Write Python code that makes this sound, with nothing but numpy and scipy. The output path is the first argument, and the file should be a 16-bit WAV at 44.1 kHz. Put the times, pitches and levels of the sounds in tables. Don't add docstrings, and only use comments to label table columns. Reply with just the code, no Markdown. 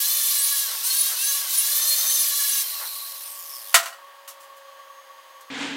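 import sys
import numpy as np
from scipy import signal
from scipy.fft import rfft, irfft, next_fast_len
from scipy.io import wavfile
from scipy.ndimage import uniform_filter1d, minimum_filter1d, map_coordinates

SR = 44100
rng = np.random.default_rng(int(sys.argv[2]) if len(sys.argv) > 2 else 0)


def master(y):
    cut = np.clip(np.atleast_2d(y).T, -1, 1)
    pcm = np.round(cut * 32767)
    wavfile.write(sys.argv[1], SR, pcm.astype(np.int16))


N = 254016
T = np.arange(N) / SR
LIFT_S, STOP_S, NORMAL_PACE_S = 2.62, 3.745, 5.5005

# time_s, rotation_hz
WHEEL_SPEED = [(0, 558), (.1, 603), (.3, 601), (.42, 573), (.5, 579), (.63, 567), (.81, 425), (.87, 520),
               (.96, 550), (1.11, 552), (1.16, 495), (1.23, 550), (1.3, 572), (1.39, 581), (1.49, 511),
               (1.58, 550), (1.81, 615), (1.92, 605), (2.04, 626), (2.2, 611), (2.34, 580), (2.44, 580),
               (2.51, 568), (2.62, 560)]
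# start_s, end_s, relative_hiss_db, squeal_db
WHEEL_STROKES = [(-.1, .605, -22.3, -32), (0.821, 1.072, -23, -29), (1.156, 1.354, -23, -30),
                 (1.482, 2.6, -22.5, -33)]
# frequency_hz, density_db
HISS_SPECTRUM = [(2650, -53), (4500, -11), (5530, -5.5), (6030, -7), (6920, -4.5), (9660, -2.5),
                 (10600, -2), (14000, -0.5), (16000, -6)]
RASP_SPECTRUM = [(710, -70), (1200, -18), (1570, -19), (1740, -13.5), (2520, -12), (4140, -2), (4580, -5),
                 (6000, -4.5), (7800, -19), (13200, -120)]
# centre_hz, width_hz, relative_db
POST_MODES = [(4120, 100, 7), (6176, 110, 5.5), (8100, 88, -2.5), (8820, 93, 4.5), (9260, 77, -3),
              (10050, 68, 2), (10200, 89, -10), (11010, 120, -6), (11540, 97, -1), (12070, 120, 6),
              (13400, 72, 2), (13550, 90, -2)]
# multiple_of_rotation, relative_db
WHEEL_HARMONICS = [(5, -3), (8, -1.5), (10, -3.5), (11, -5), (12, -1.5), (14, -10), (15, -10), (17, -2),
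                   (19, 0), (20, -4), (22, -12)]
SQUEAL_HARMONICS = [(17, -9), (18, 0), (19, -6)]
# centre_s, half_length_s, multiple_of_rotation, level_db
WIRE_CATCHES = [(.125, .025, 7, -32), (0.4, 0.019, 14, -28), (0.442, .02, 18, -26),
                (0.913, 0.0092, 8, -24.5), (0.989, 0.027, 8, -34.5), (1.017, 0.011, 18, -22),
                (1.225, .025, 5, -36), (1.276, .03, 11, -30), (1.593, 0.015, 18, -20),
                (1.894, .018, 18, -25.5), (1.922, 0.016, 7, -23.5), (2.13, .09, 10, -33),
                (2.21, 0.013, 18, -19), (2.499, .025, 18, -24.5), (2.549, .05, 11, -35.5)]
# multiple_of_fundamental, relative_db, roughness_share
MOTOR_HARMONICS = [(1, -19.5, 0.2), (2, -9, 1), (3, -5.5, 0.83), (4, -7, 1), (6, -1, 0.1)]
# centre_hz, width_hz, relative_db
HOUSING_MODES = [(607, 17, 7), (1675, 66, 2), (3690, 390, 0.5)]
# pitch_hz, level_db
MACHINE_HUMS = [(808, -68), (926, -63), (1620, -64), (1798, -69), (3012, -70), (3245, -69), (4242, -73),
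                (4861, -71), (12985, -80)]
# frequency_hz, density_db
AIR_SPECTRUM = [(60, -56), (130, -42), (250, -16), (400, -8), (620, 6.5), (720, -1), (1000, 7.5),
                (1450, 0.5), (1850, 5.5), (2300, -2.5), (3000, 0.5), (5000, -7.5), (9000, -11.5),
                (14000, -10)]
SCUFF_SPECTRUM = [(76, -77), (130, -48), (440, -19), (519, -3.5), (961, -0.5), (1120, 6), (1200, -11),
                  (1310, 4.5), (2200, -3.5), (2860, -32), (4840, -120)]
# centre_s, half_length_s, level_db
TOOL_SCUFFS = [(.72, 0.03, -44), (1.125, .022, -42.5), (1.443, .035, -50), (1.785, 0.11, -52.5),
               (2.036, 0.041, -45.5), (2.832, 0.028, -41)]
# frequency_hz, density_db
COAST_SPECTRUM = [(880, -47), (1500, -31), (2060, -12), (3520, -7.5), (4040, -11.5), (4640, -4.5),
                  (5220, -3.5), (7240, -8.5), (9010, -3.5), (13100, 1), (15100, -1.5), (16000, -18)]
# centre_hz, width_hz, relative_db
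GEAR_CASE_MODES = [(5350, 236, 7.5), (9050, 900, 10.5)]
# start_s, relative_ring_db, clatter_db, clatter_t60_s
TABLE_BLOWS = [(3.726, -60, -38, .08), (3.7425, -10, -6, 0.16), (3.8284, -35, -34, 0.28),
               (3.8566, -34, -30.5, 0.21), (3.925, -39, -49, 0.31), (4.277, -43.5, -37, 0.021)]
# pitch_hz, relative_db, t60_s
TABLE_MODES = [(536, -14.5, 0.056), (681, -11, 0.21), (783, -15, 0.19), (997, -10, 0.12), (1034, -1, 0.11),
               (1273, -3, 0.13), (1320, -4, 0.17), (1424, -4, 0.12), (1540, -20, 0.13), (1900, -2, 0.13),
               (2620, -22, 0.14), (2950, -10, 0.13), (2920, -1.5, 0.071), (3600, -31, 0.097),
               (3915, -13, 0.19), (4500, -8, 0.16), (4900, -20, .09), (5660, -18, .1), (7000, -25, 0.11),
               (7740, -14, 0.22), (8270, -11, 0.072), (9590, -11, .1), (10500, -21, .09),
               (11350, -24, 0.12)]
# frequency_hz, density_db
CLATTER_SPECTRUM = [(120, -50), (240, -55), (340, -25), (480, -21.5), (680, -6), (860, -15), (1100, -5),
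                    (1400, 1), (2000, -4), (2750, -1), (3840, -5.5), (7700, -5), (11000, -8.5),
                    (16000, -12)]
# frequency_hz, t60_s
ROOM_DECAY = [(300, 0.61), (1000, 0.37), (1400, 0.49), (2500, 0.16), (15000, 0.1)]
# start_s, relative_db, decay_s
HAND_SWISHES = [(4.277, -37.5, 0.019), (4.402, -48, 0.015), (4.431, -55, .015), (4.566, -52, .012),
                (5.407, -48, 0.0094)]
# frequency_hz, density_db
CLOTH_SPECTRUM = [(880, -40), (1500, -7), (2000, -9), (2460, -7), (6690, -3), (14200, -4), (16000, -6)]
LEATHER_SPECTRUM = [(29, -75), (50, -50), (156, -15), (196, -18.5), (277, -3.5), (326, -19), (442, -14.5),
                    (612, -20), (998, -17), (1170, -20), (1630, -14.5), (3390, -16), (6500, -35),
                    (8450, -61), (14300, -120)]
CREASE_SPECTRUM = [(2650, -31), (4500, -6.5), (7340, -2), (10600, -19.5), (13300, -32), (15000, -51)]


def amp(db):
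    return 10 ** (np.asarray(db) / 20)


def unit(x):
    return x / np.sqrt(np.mean(x ** 2) + 1e-20)


def along(points, hz):
    frequencies, values = np.transpose(points)
    return np.interp(np.log(hz + 1), np.log(frequencies + 1), values)


def after(start_s, fade_s):
    return np.clip((T - start_s) / fade_s, 0, 1)


def swell(centre_s, half_s):
    return np.exp(-((T - centre_s) / half_s) ** 2 / 2)


def wobble(rate_hz):
    return map_coordinates(rng.standard_normal(int(N * rate_hz / SR) + 4), [T * rate_hz])


def filtered(x, response):
    size = next_fast_len(N + SR // 2)
    return irfft(rfft(x, size) * response(np.fft.rfftfreq(size, 1 / SR)), size)[:N]


def noise(spectrum, grain_db=0, grain_hz=900):
    grains = rng.standard_normal(N) * amp(grain_db * np.tanh(wobble(grain_hz)))
    return unit(filtered(grains, lambda hz: amp(along(spectrum, hz))))


def patchy(x, depth_db):
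    spectra = signal.stft(x, nperseg=256)[2]
    field = uniform_filter1d(rng.standard_normal(spectra.shape), size=3, axis=0)
    field = uniform_filter1d(field, size=10, axis=1)
    return unit(signal.istft(spectra * amp(depth_db * unit(field)), nperseg=256)[1][:N])


def angle(hz):
    return 2 * np.pi * np.cumsum(hz * np.ones(N)) / SR


def tone(phase, rough, rate_hz):
    flutter = np.sqrt(1 - rough) + np.sqrt(rough / 2) * (wobble(rate_hz) + 1j * wobble(rate_hz))
    return unit(np.real(flutter * np.exp(1j * (phase + rng.uniform(0, 2 * np.pi)))))


def wavering(swing_db):
    return unit(amp(swing_db * np.tanh(wobble(35))))


def resonate(x, modes, ring_db):
    def peaks(hz):
        return sum(amp(db) * 1j * hz * width / (centre ** 2 - hz ** 2 + 1j * hz * width)
                   for centre, width, db in modes)
    return unit(filtered(x, lambda hz: 1 + amp(ring_db) * peaks(hz)))


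def wheel_speed():
    drag_s, friction_hz = 1.1, 190
    working_hz = np.interp(T, *np.transpose(WHEEL_SPEED))
    drag = np.exp(-np.maximum(T - LIFT_S, 0) / drag_s)
    return np.maximum((working_hz + friction_hz) * drag - friction_hz, 1)


def strokes(pace):
    starts, ends, hiss_db, squeal_db = np.transpose(WHEEL_STROKES)
    presses = np.array([after(start, 0.056) * (1 - after(end, 0.078)) for start, end in zip(starts, ends)])
    pressure = presses.sum(axis=0)
    graze_db = -26.5 + 20 * np.log10(pace)
    tremor_db = 0.7 * wobble(21.9)
    contact_db = hiss_db @ presses + (1 - pressure) * graze_db + tremor_db
    return pressure, contact_db, amp(squeal_db) @ presses


def scouring(pace, turn):
    pressure, contact_db, squeal_gain = strokes(pace)
    drive = pace ** 3
    bite = unit(amp(0.64 * np.cos(turn) + 0.49 * wobble(110)))
    impacts = bite * patchy(noise(HISS_SPECTRUM, grain_db=1.5, grain_hz=2500), depth_db=1.5)
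    hiss = amp(contact_db - 0.26) * resonate(impacts, POST_MODES, ring_db=-6.5)
    scrape = bite * patchy(noise(RASP_SPECTRUM, grain_db=1, grain_hz=1500), depth_db=1.23)
    rasp = amp(-31.5 - 3 * (1 - pressure)) * scrape
    harmonics = sum(amp(db) * tone(k * turn, rough=0.82, rate_hz=50) for k, db in WHEEL_HARMONICS)
    sing = amp(contact_db - 9.5) * drive * resonate(harmonics, POST_MODES, ring_db=5.5)
    whine = amp(-36) * pressure * drive * tone(7 * turn, rough=0.4, rate_hz=70)
    catching = sum(amp(db) * wavering(swing_db=5) * tone(k * turn, rough=0.6, rate_hz=70)
                   for k, db in SQUEAL_HARMONICS)
    squeal = squeal_gain * resonate(catching, POST_MODES, ring_db=-6)
    flares = sum(amp(db) * swell(centre_s, half_s) * tone(k * turn, rough=0.36, rate_hz=70)
                 for centre_s, half_s, k, db in WIRE_CATCHES)
    return (hiss + rasp + sing + whine + squeal + flares) * (1 - after(LIFT_S, 0.035))


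def motor(pace, turn):
    phase = turn / 1.023
    harmonics = sum(amp(db) * wavering(swing_db=2) * tone(k * phase, rough, rate_hz=60)
                    for k, db, rough in MOTOR_HARMONICS)
    drive = pace ** 1.7 * (1 - after(LIFT_S, 0.42))
    return amp(-40.5) * drive * resonate(harmonics, HOUSING_MODES, ring_db=1)


def workshop():
    slow = after(NORMAL_PACE_S, 0.0009)
    drone_hz = 559.4 - 4.3 * (T - 3) ** 2
    drone_db = -53 - 7.5 * np.abs(T - 4.7)
    drone = amp(drone_db) * after(3, 0.11) * tone(angle(drone_hz), rough=0.05, rate_hz=12)
    hums = sum(amp(db) * tone(angle(hz), rough=0.24, rate_hz=20) for hz, db in MACHINE_HUMS)
    whine = amp(-76 + 9 * after(4.4, 0.2)) * tone(angle(6481), rough=0.1, rate_hz=12)
    fast_fan = amp(-50) * tone(angle(1122), rough=0.84, rate_hz=85)
    slow_fan = amp(-36) * tone(angle(277), rough=0.25, rate_hz=18) * after(NORMAL_PACE_S, 0.041)
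    air = noise(AIR_SPECTRUM)
    fast_room = fast_fan + drone + hums + whine + amp(-51.5) * air
    return (1 - slow) * fast_room + slow_fan + slow * amp(-59) * air


def scuffing():
    rubbing = amp(-54.5) * (1 - after(LIFT_S, 1.0))
    shifts = sum(amp(db) * swell(centre_s, half_s) for centre_s, half_s, db in TOOL_SCUFFS)
    return (rubbing + shifts) * noise(SCUFF_SPECTRUM, grain_db=-2.5, grain_hz=200)


def coasting(speed_hz, pace, turn):
    tooth_count, case_fade_hz = 40, 282.5
    rattle = unit(amp((1 - pace) * (3.9 * np.cos(turn) + 1.9 * wobble(200))))
    windage_gain, brush_gain = amp(-25.5) * pace ** 2, amp(-38.5)
    hiss = np.hypot(windage_gain, brush_gain) * patchy(noise(COAST_SPECTRUM, grain_db=-1), depth_db=1.5)
    ring = tone(angle(4110 + 130 * wobble(400)), rough=1, rate_hz=500)
    case = amp(-38.5) * np.sqrt(pace) * ring / np.hypot(1, (case_fade_hz / speed_hz) ** 6)
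    mesh = tone(tooth_count * turn + angle(300 * wobble(300)), rough=1, rate_hz=900)
    teeth = amp(-50.5) * resonate(mesh, GEAR_CASE_MODES, ring_db=7) * after(3.03, 0.41)
    return (rattle * (hiss + teeth) + case) * after(LIFT_S, 0.023) * (1 - after(STOP_S, 0.068))


def knocks():
    out = np.zeros(N)
    for start_s, ring_db, clatter_db, clatter_t60_s in TABLE_BLOWS:
        onset = int(start_s * SR)
        t = np.maximum(T - start_s, 0)[onset:onset + SR // 2]
        ring = sum(amp(db + rng.normal(0, 1) - 60 * t / t60_s)
                   * np.sin(2 * np.pi * hz * t + rng.uniform(0, 2 * np.pi))
                   for hz, db, t60_s in TABLE_MODES)
        ring /= np.std(ring[:SR // 100])
        ring *= amp(ring_db - 1) * (1 - np.exp(-t / 0.002))
        clatter = noise(CLATTER_SPECTRUM)[:len(t)] * amp(clatter_db - 60 * t / clatter_t60_s)
        out[onset:onset + len(t)] += ring + clatter * (1 - np.exp(-t / 0.00054))
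    return out


def echo(x):
    hz, t, spectra = signal.stft(rng.standard_normal(SR // 2), SR, nperseg=256)
    decay = amp(-60 * t / along(ROOM_DECAY, hz)[:, None])
    tail = signal.istft(spectra * decay, SR, nperseg=256)[1]
    return signal.fftconvolve(x, tail / np.linalg.norm(tail))[:N]


def hand_swishes():
    envelope = np.zeros(N)
    for start_s, db, decay_s in HAND_SWISHES:
        age = np.maximum(T - start_s, 0) / decay_s
        envelope += amp(db + 6.5) * np.sqrt(age) * np.exp(-age)
    return envelope * noise(CLOTH_SPECTRUM, grain_db=1.5)


def gloves():
    peak_s, rise_db_per_s, fall_db_per_s = 5.625, 57, 40
    pull_db = -np.maximum(rise_db_per_s * (peak_s - T), fall_db_per_s * (T - peak_s))
    rub = amp(-29.5 + pull_db) * noise(LEATHER_SPECTRUM, grain_db=0.5, grain_hz=300)
    crease = amp(-41.5 + 1.9 * pull_db) * noise(CREASE_SPECTRUM, grain_db=-0.5, grain_hz=300)
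    return (rub + crease) * after(NORMAL_PACE_S, 0.002)


def scene():
    speed_hz = wheel_speed()
    pace = speed_hz / speed_hz.max()
    turn = angle(speed_hz)
    grinder = scouring(pace, turn) + motor(pace, turn) + coasting(speed_hz, pace, turn) + scuffing()
    handling = knocks() + hand_swishes()
    work = grinder + handling + amp(-13) * echo(handling)
    work = filtered(work, lambda hz: hz ** 4 / (hz ** 4 + 150 ** 4))
    mono = work + gloves() + workshop()
    return np.array([mono, mono]) * after(0, 0.003)


def record(dry):
    window, top_hz = 45, 15850
    needed = 1 / np.maximum(np.abs(dry), 1)
    gain = uniform_filter1d(minimum_filter1d(needed, size=window), size=window)
    return np.array([filtered(channel, lambda hz: hz < top_hz) for channel in dry * gain])


dry = scene()
out = record(dry)
master(out)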